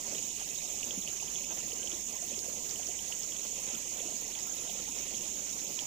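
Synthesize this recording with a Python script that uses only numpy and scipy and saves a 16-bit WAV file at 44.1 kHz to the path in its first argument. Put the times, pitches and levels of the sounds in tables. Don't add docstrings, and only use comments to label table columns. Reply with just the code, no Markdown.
import sys
import numpy as np
from scipy import signal
from scipy.fft import rfft, irfft, dct
from scipy.io import wavfile
from scipy.ndimage import uniform_filter1d

SR = 44100
rng = np.random.default_rng(int(sys.argv[2]) if len(sys.argv) > 2 else 0)


def log_audio(samples):
    frames = np.atleast_2d(samples).T
    limited = np.clip(frames, -1, 1)
    pcm = np.round(limited * 32767).astype(np.int16)
    wavfile.write(sys.argv[1], SR, pcm)


def volts_from_db(level):
    exponent = np.asarray(level, float) / 20
    return 10 ** exponent


N = 258426
WHITE_DB = 10 * np.log10(2 / SR)
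LAG_S = 14 / SR


def evened(x):
    return x / np.sqrt(np.mean(x ** 2) + 1e-20)


def read_curve(points, hz, column=1):
    table = np.transpose(points)
    return np.interp(np.log(hz + 1), np.log(table[0] + 1), table[column])


def drift(per_s):
    t = np.arange(0, N, 64) / SR
    waves = 0
    for f in np.geomspace(.2, per_s, 20):
        waves = waves + np.sin(2 * np.pi * (f * t + rng.random())) / np.sqrt(f)
    return np.interp(np.arange(N) / SR, t, evened(waves))


def resonate(x, hz, width_hz):
    carrier = np.exp(2j * np.pi * np.cumsum(hz * np.ones(N)) / SR)
    r = np.exp(-np.pi * width_hz / SR)
    smooth = signal.lfilter([(1 - r) ** 2], [1, -2 * r, r * r], x / carrier)
    return 2 * (carrier * smooth).real


def lag_turn(hz):
    nearness = hz ** 2 / (hz ** 2 + 180 ** 2)
    return np.exp(-2j * np.pi * LAG_S * hz * nearness)


# frequency in Hz, level in dB per Hz.
LEFT_WASH = [(40, -85), (100, -86), (200, -80), (500, -83), (1600, -90), (3000, -88), (5000, -95),
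             (6200, -93.5), (7300, -87.5), (10300, -86), (11500, -92), (12900, -97), (13500, -103),
             (15000, -106)]
# frequency in Hz, level in dB per Hz.
RIGHT_WASH = [(40, -84), (100, -83.5), (200, -80.5), (500, -81), (1600, -91.5), (3000, -82.5),
              (3900, -87.5), (5000, -84), (6600, -66.5), (7500, -74.5), (8400, -107), (9800, -102),
              (12800, -94), (14400, -83)]
# frequency in Hz, likeness from 0 to 1.
LIKENESS = [(60, 1), (300, 0.78), (1600, 0.73), (2200, 0), (3100, 0.72), (3800, 0), (8000, 0)]


def wash():
    hz, _, (near, own) = signal.stft(rng.standard_normal((2, N)), SR, nperseg=512, noverlap=384)
    patches = uniform_filter1d(rng.standard_normal(near.shape), 8, 0)
    patches = evened(uniform_filter1d(patches, 14, 1))
    flicker = uniform_filter1d(rng.standard_normal(near.shape), 90, 0)
    flicker = evened(uniform_filter1d(flicker, 6, 1))
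    same = np.clip(read_curve(LIKENESS, hz), 0, 1)[:, None]
    left = same * lag_turn(hz)[:, None] * near + np.sqrt(1 - same ** 2) * own
    calm = 1 - .6 * np.exp(-((hz - 6700) / 1300) ** 2)
    liveliness = (np.minimum(hz / 500, 1) * calm)[:, None]
    ripples = np.array([left, near]) * volts_from_db((2.0 * patches + 1.4 * flicker) * liveliness)
    white = signal.istft(ripples, SR, nperseg=512, noverlap=384)[1][:, :N]
    hz = np.fft.rfftfreq(N, 1 / SR)
    colour_db = np.array([read_curve(LEFT_WASH, hz), read_curve(RIGHT_WASH, hz)]) - WHITE_DB
    return irfft(rfft(white) * volts_from_db(colour_db), N)


def bubble(hz, cycles, glide):
    u = np.arange(int(3 * cycles * SR / hz) + 2) * hz / SR / cycles
    shape = (u / 0.44) ** 1.06 * np.exp(1.06 * (1 - u / 0.28))
    return shape * np.sin(2 * np.pi * cycles * u * (1 + glide * u))


# pitch at one end in Hz, pitch at the other end in Hz, ring in cycles,
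# bursts per second, spread of sizes in dB, level in dB.
GRAIN_LAYERS = [
    (200, 900, 6., 130, 4, -61),
    (621.5, 1900, 11, 55, 8, -61.5),
    (2384, 3600, 9., 420, 6, -54.5),
    (3810, 6300, 14, 370, 8, -54),
    (8900, 3500, 1.2, 290, 24.5, -67),
]


def grains(sizes=6):
    out = np.zeros(N)
    for lo_hz, hi_hz, cycles, per_s, spread_db, db in GRAIN_LAYERS:
        layer = np.zeros(N)
        busy = volts_from_db(5.0 * drift(18))
        for hz in np.geomspace(lo_hz, hi_hz, sizes):
            chance = rng.random(N) / (busy * per_s / sizes / SR)
            size_db = spread_db * np.minimum(-np.log(chance + 1e-9), 3)
            bursts = (chance < 1) * volts_from_db(size_db)
            layer += signal.oaconvolve(bursts, bubble(hz, cycles, rng.uniform(0, .12)))[:N]
        out += volts_from_db(db) * evened(layer)
    return out


def singles(rows, cycles, glide, db):
    out = np.zeros(N + SR)
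    for s, peak_db, hz in rows:
        pop = volts_from_db(peak_db + db) * bubble(hz, cycles, glide)
        out[round(s * SR):][:len(pop)] += pop
    return out[:N]


# start in seconds, peak in dB, pitch in Hz.
GULP_EVENTS = [(0.076, -41, 530), (0.121, -43, 487), (0.415, -36.5, 746), (0.742, -39, 716),
               (0.87, -40.5, 220), (0.977, -39, 176), (0.974, -34.5, 256), (1.226, -36, 805),
               (1.729, -36, 427), (1.84, -35.5, 480), (1.93, -39, 314), (2.317, -37, 500),
               (2.377, -36.5, 398), (2.482, -32.5, 493), (2.567, -45, 200), (2.795, -34.5, 715),
               (2.889, -38, 385), (3.106, -39.5, 680), (3.737, -38.5, 290), (4.003, -34.5, 507),
               (4.051, -41, 317), (4.084, -37, 647), (4.122, -37, 640), (4.674, -39, 644),
               (4.695, -34, 666), (4.752, -38, 487), (4.797, -38.5, 467), (4.892, -42, 247),
               (5.203, -41, 396)]
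# start in seconds, peak in dB, pitch in Hz.
SPIT_EVENTS = [
    (1.1756, -41, 15000),
    (2.1479, -36, 14700),
    (2.4837, -27, 14200),
    (3.193, -25, 14600),
    (4.2147, -23, 15100),
    (4.4701, -21, 14800),
    (5.6445, -25.5, 14700),
]
# start in seconds, peak in dB, pitch in Hz.
DRIP_EVENTS = [(0.152, -26.5, 3020), (0.183, -28, 2860), (0.5606, -30, 3260), (0.8301, -21.5, 2690),
               (0.908, -19, 3150), (1.0241, -30, 3220), (1.076, -21, 2870), (1.2, -29, 2580),
               (1.2793, -28, 3100), (1.3566, -23.5, 3130), (1.442, -29, 2460), (1.7196, -26, 2880),
               (1.8298, -25.5, 2950), (1.874, -22.5, 3020), (1.917, -25, 3230), (2.3425, -29, 3070),
               (2.7587, -28, 2940), (2.8315, -28.5, 2920), (2.9913, -24.5, 2960), (3.1239, -20, 2860),
               (3.3218, -25, 3080), (3.3643, -27.5, 3250), (3.7512, -26.5, 3200), (4.0014, -26, 3240),
               (4.3517, -26, 3260), (4.6772, -30, 3020), (4.698, -26, 3100), (5.1448, -25, 3110),
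               (5.667, -29, 3050), (5.7907, -18.5, 3150)]
# start in seconds, peak in dB, pitch in Hz.
TICK_EVENTS = [
    (0.8424, -21, 6360),
    (1.3647, -23, 6000),
    (2.7107, -19, 6040),
    (2.8703, -20.5, 5730),
    (3.233, -26, 5450),
    (4.0047, -50, 6070),
    (4.9875, -20, 5860),
    (5.4938, -26, 5560),
]
# start in seconds, peak in dB, pitch in Hz.
SNAP_EVENTS = [
    (1.7329, -33, 5260),
    (2.2933, -38, 5000),
    (2.391, -29, 5080),
    (2.694, -32, 4760),
    (4.39, -35, 4600),
    (5.7907, -31, 5160),
]


def water():
    near = grains()
    near = near + singles(GULP_EVENTS, cycles=4.6, glide=.05, db=0)
    near = near + singles(SPIT_EVENTS, cycles=10.0, glide=.01, db=2)
    near = near + singles(DRIP_EVENTS, cycles=7, glide=.03, db=-.5)
    near = near + singles(TICK_EVENTS, cycles=11., glide=.01, db=3)
    near = near + singles(SNAP_EVENTS, cycles=3., glide=.02, db=14)
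    right = near + volts_from_db(-9.5) * np.roll(near, round(.0055 * SR))
    left_slaps = np.roll(near, round(.0083 * SR)) - np.roll(near, round(.0131 * SR))
    left = near + volts_from_db(-12) * left_slaps
    hz = np.fft.rfftfreq(N, 1 / SR)
    shade_db = np.minimum(read_curve(LEFT_WASH, hz) - read_curve(RIGHT_WASH, hz), 3)
    shade_db = shade_db - 4 * hz ** 2 / (hz ** 2 + 2500 ** 2)
    left = irfft(rfft(left) * lag_turn(hz) * volts_from_db(shade_db), N)
    return np.array([left, right])


# first pulse in seconds, end in seconds.
CRICKET_RUNS = [
    (-.030, .5),
    (.558, 3.0),
    (3.059, 5.9),
]
CHIRP_S, CRICKET_HZ = .0721, 6450


def cricket(pulse_s=.012, left_db=-55.5, right_db=-34):
    t = np.arange(N) / SR
    gate = np.zeros(N)
    for start, end in CRICKET_RUNS:
        for s in np.arange(start, end - .03, CHIRP_S):
            for at in (s, s + CHIRP_S / 3):
                near = slice(max(round((at - .015) * SR), 0), max(round((at + .015) * SR), 0))
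                stroke = np.exp(-((t[near] - at) / pulse_s * 2) ** 2)
                gate[near] += volts_from_db(2 * rng.standard_normal()) * stroke
    tone = np.sin(2 * np.pi * np.cumsum(CRICKET_HZ + 25 * drift(60)) / SR)
    return volts_from_db(np.array([[left_db], [right_db]])) * gate * tone


def throb(per_s, depth, sharp=0.86):
    pace = per_s * (1 + .012 * drift(3))
    beat = np.cos(np.pi * np.cumsum(pace) / SR) ** 2
    depth = np.clip(depth, 0, 1)
    return 1 - depth + depth * beat ** sharp


def buzzer(bouts, hz, per_s, width_hz, right_db):
    swell_s, hush_s, rest_db = .25, .1, -70
    t = np.arange(N) / SR
    effort_db = []
    for start, end, db in bouts:
        ramp = np.minimum((t - start) / swell_s, (end - t) / hush_s) + .5
        effort_db.append(db - (db - rest_db) * (1 - np.clip(ramp, 0, 1)))
    scrape = rng.standard_normal((2, N)) * throb(per_s, .8)
    clear = evened(resonate(scrape[0], hz, width_hz))
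    blurred = evened(resonate(0.26 * scrape[0] + scrape[1], hz, 3.5 * width_hz))
    return volts_from_db(np.max(effort_db, axis=0)) * np.array([clear, volts_from_db(right_db) * blurred])


# start in seconds, end in seconds, level in dB.
HIGH_BOUTS = [
    (-1, .9, -56),
    (1.7, 4.2, -57),
    (4.45, 7, -60.5),
]
# start in seconds, end in seconds, level in dB.
LOW_BOUTS = [
    (-1, .4, -60),
    (3.35, 4.6, -58),
]


def buzzers():
    high = buzzer(HIGH_BOUTS, hz=8120, per_s=88., width_hz=220, right_db=5.5)
    low = buzzer(LOW_BOUTS, hz=7600, per_s=83.6, width_hz=170, right_db=.5)
    return high + low


# pitch in Hz, width in Hz, throbs per second, depth from 0 to 1,
# right level in dB, left level in dB.
SINGERS = [
    (6800, 260, 22.2, .5, -43, -66),
    (7200, 240, 21.8, .6, -46, -62),
    (5450, 300, 14.5, .4, -53, -72),
    (7750, 400, 23.8, .7, -55, -68),
]


def chorus():
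    out = np.zeros((2, N))
    for hz, width_hz, per_s, depth, right_db, left_db in SINGERS:
        pulses = throb(per_s, depth) * throb(4 * per_s, .7)
        song = evened(resonate(rng.standard_normal(N), hz, width_hz) * pulses)
        out += volts_from_db(np.array([[left_db], [right_db]])) * song
    return out


def hum(hz=54.5, db=-65):
    tone = np.sin(2 * np.pi * np.cumsum(hz + 4 * drift(12)) / SR)
    return volts_from_db(db + 1.5 * drift(8)) * tone


def scene():
    return wash() + water() + cricket() + buzzers() + chorus() + hum()


def band_limit(x):
    return signal.sosfilt(signal.butter(12, 16780, fs=SR, output="sos"), x)


# frequency in Hz, left or sum step in dB per Hz,
# right or difference step in dB per Hz.
ROUNDING_STEPS = [(800, -97, -96), (1100, -88.5, -93), (1550, -87.5, -91), (1900, -88, -92),
                  (3000, -86, -86), (4000, -87, -88), (6200, -87, -82), (7900, -87, -84),
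                  (8600, -84, -83.5), (9300, -87, -83), (10000, -87, -82), (10700, -86, -93),
                  (13000, -92, -90), (14100, -98, -86), (14800, -92, -85)]
BAND_STARTS = np.r_[0:40:4, 40:96:8, 96:144:12, 144, 160, 176, 196, 216, 240, 264, 292, 320:1024:32]


def record(dry, size=1024, offset=726, joint_hz=2000, edge_hz=15520):
    rise = np.cumsum(np.kaiser(size + 1, 4 * np.pi))
    window = np.sqrt(np.r_[rise[:-1], rise[-2::-1]] / rise[-1])
    padded = np.pad(dry, ((0, 0), (2 * size - offset, 2 * size)))
    starts = np.arange(0, padded.shape[1] - 2 * size, size)
    frames = padded[:, starts[:, None] + np.arange(2 * size)] * window
    a, b, c, d = np.split(frames, 4, axis=2)
    lines = dct(np.dstack([-c[..., ::-1] - d, a - b[..., ::-1]]), 4, norm="ortho")

    hz = np.arange(size) * SR / 2 / size
    joint = hz < joint_hz
    lines = np.where(joint, np.array([lines[0] + lines[1], lines[0] - lines[1]]) / 2, lines)

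    widths = np.diff(np.r_[BAND_STARTS, size])
    centre_hz = np.repeat((BAND_STARTS + widths / 2) * SR / 2 / size, widths)
    step_db = np.array([read_curve(ROUNDING_STEPS, centre_hz, column=k) for k in (1, 2)])
    step = volts_from_db(step_db - WHITE_DB)[:, None]
    power = np.add.reduceat((lines / step) ** 2, BAND_STARTS, axis=2) / widths
    audible = (np.repeat(power, widths, axis=2) > .13) * (hz < edge_hz)
    lines = step * np.sign(lines) * np.floor(abs(lines) / step + .4) * audible
    lines = np.where(joint, np.array([lines[0] + lines[1], lines[0] - lines[1]]), lines)

    late, early = np.split(dct(lines, 4, norm="ortho"), 2, axis=2)
    frames = np.dstack([early, -early[..., ::-1], -late[..., ::-1], -late]) * window
    lapped = frames[:, 1:, :size] + frames[:, :-1, size:]
    mix = lapped.reshape(2, -1)[:, size - offset:][:, :N]
    return band_limit(mix)


dry = scene()
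out = record(dry)
log_audio(out)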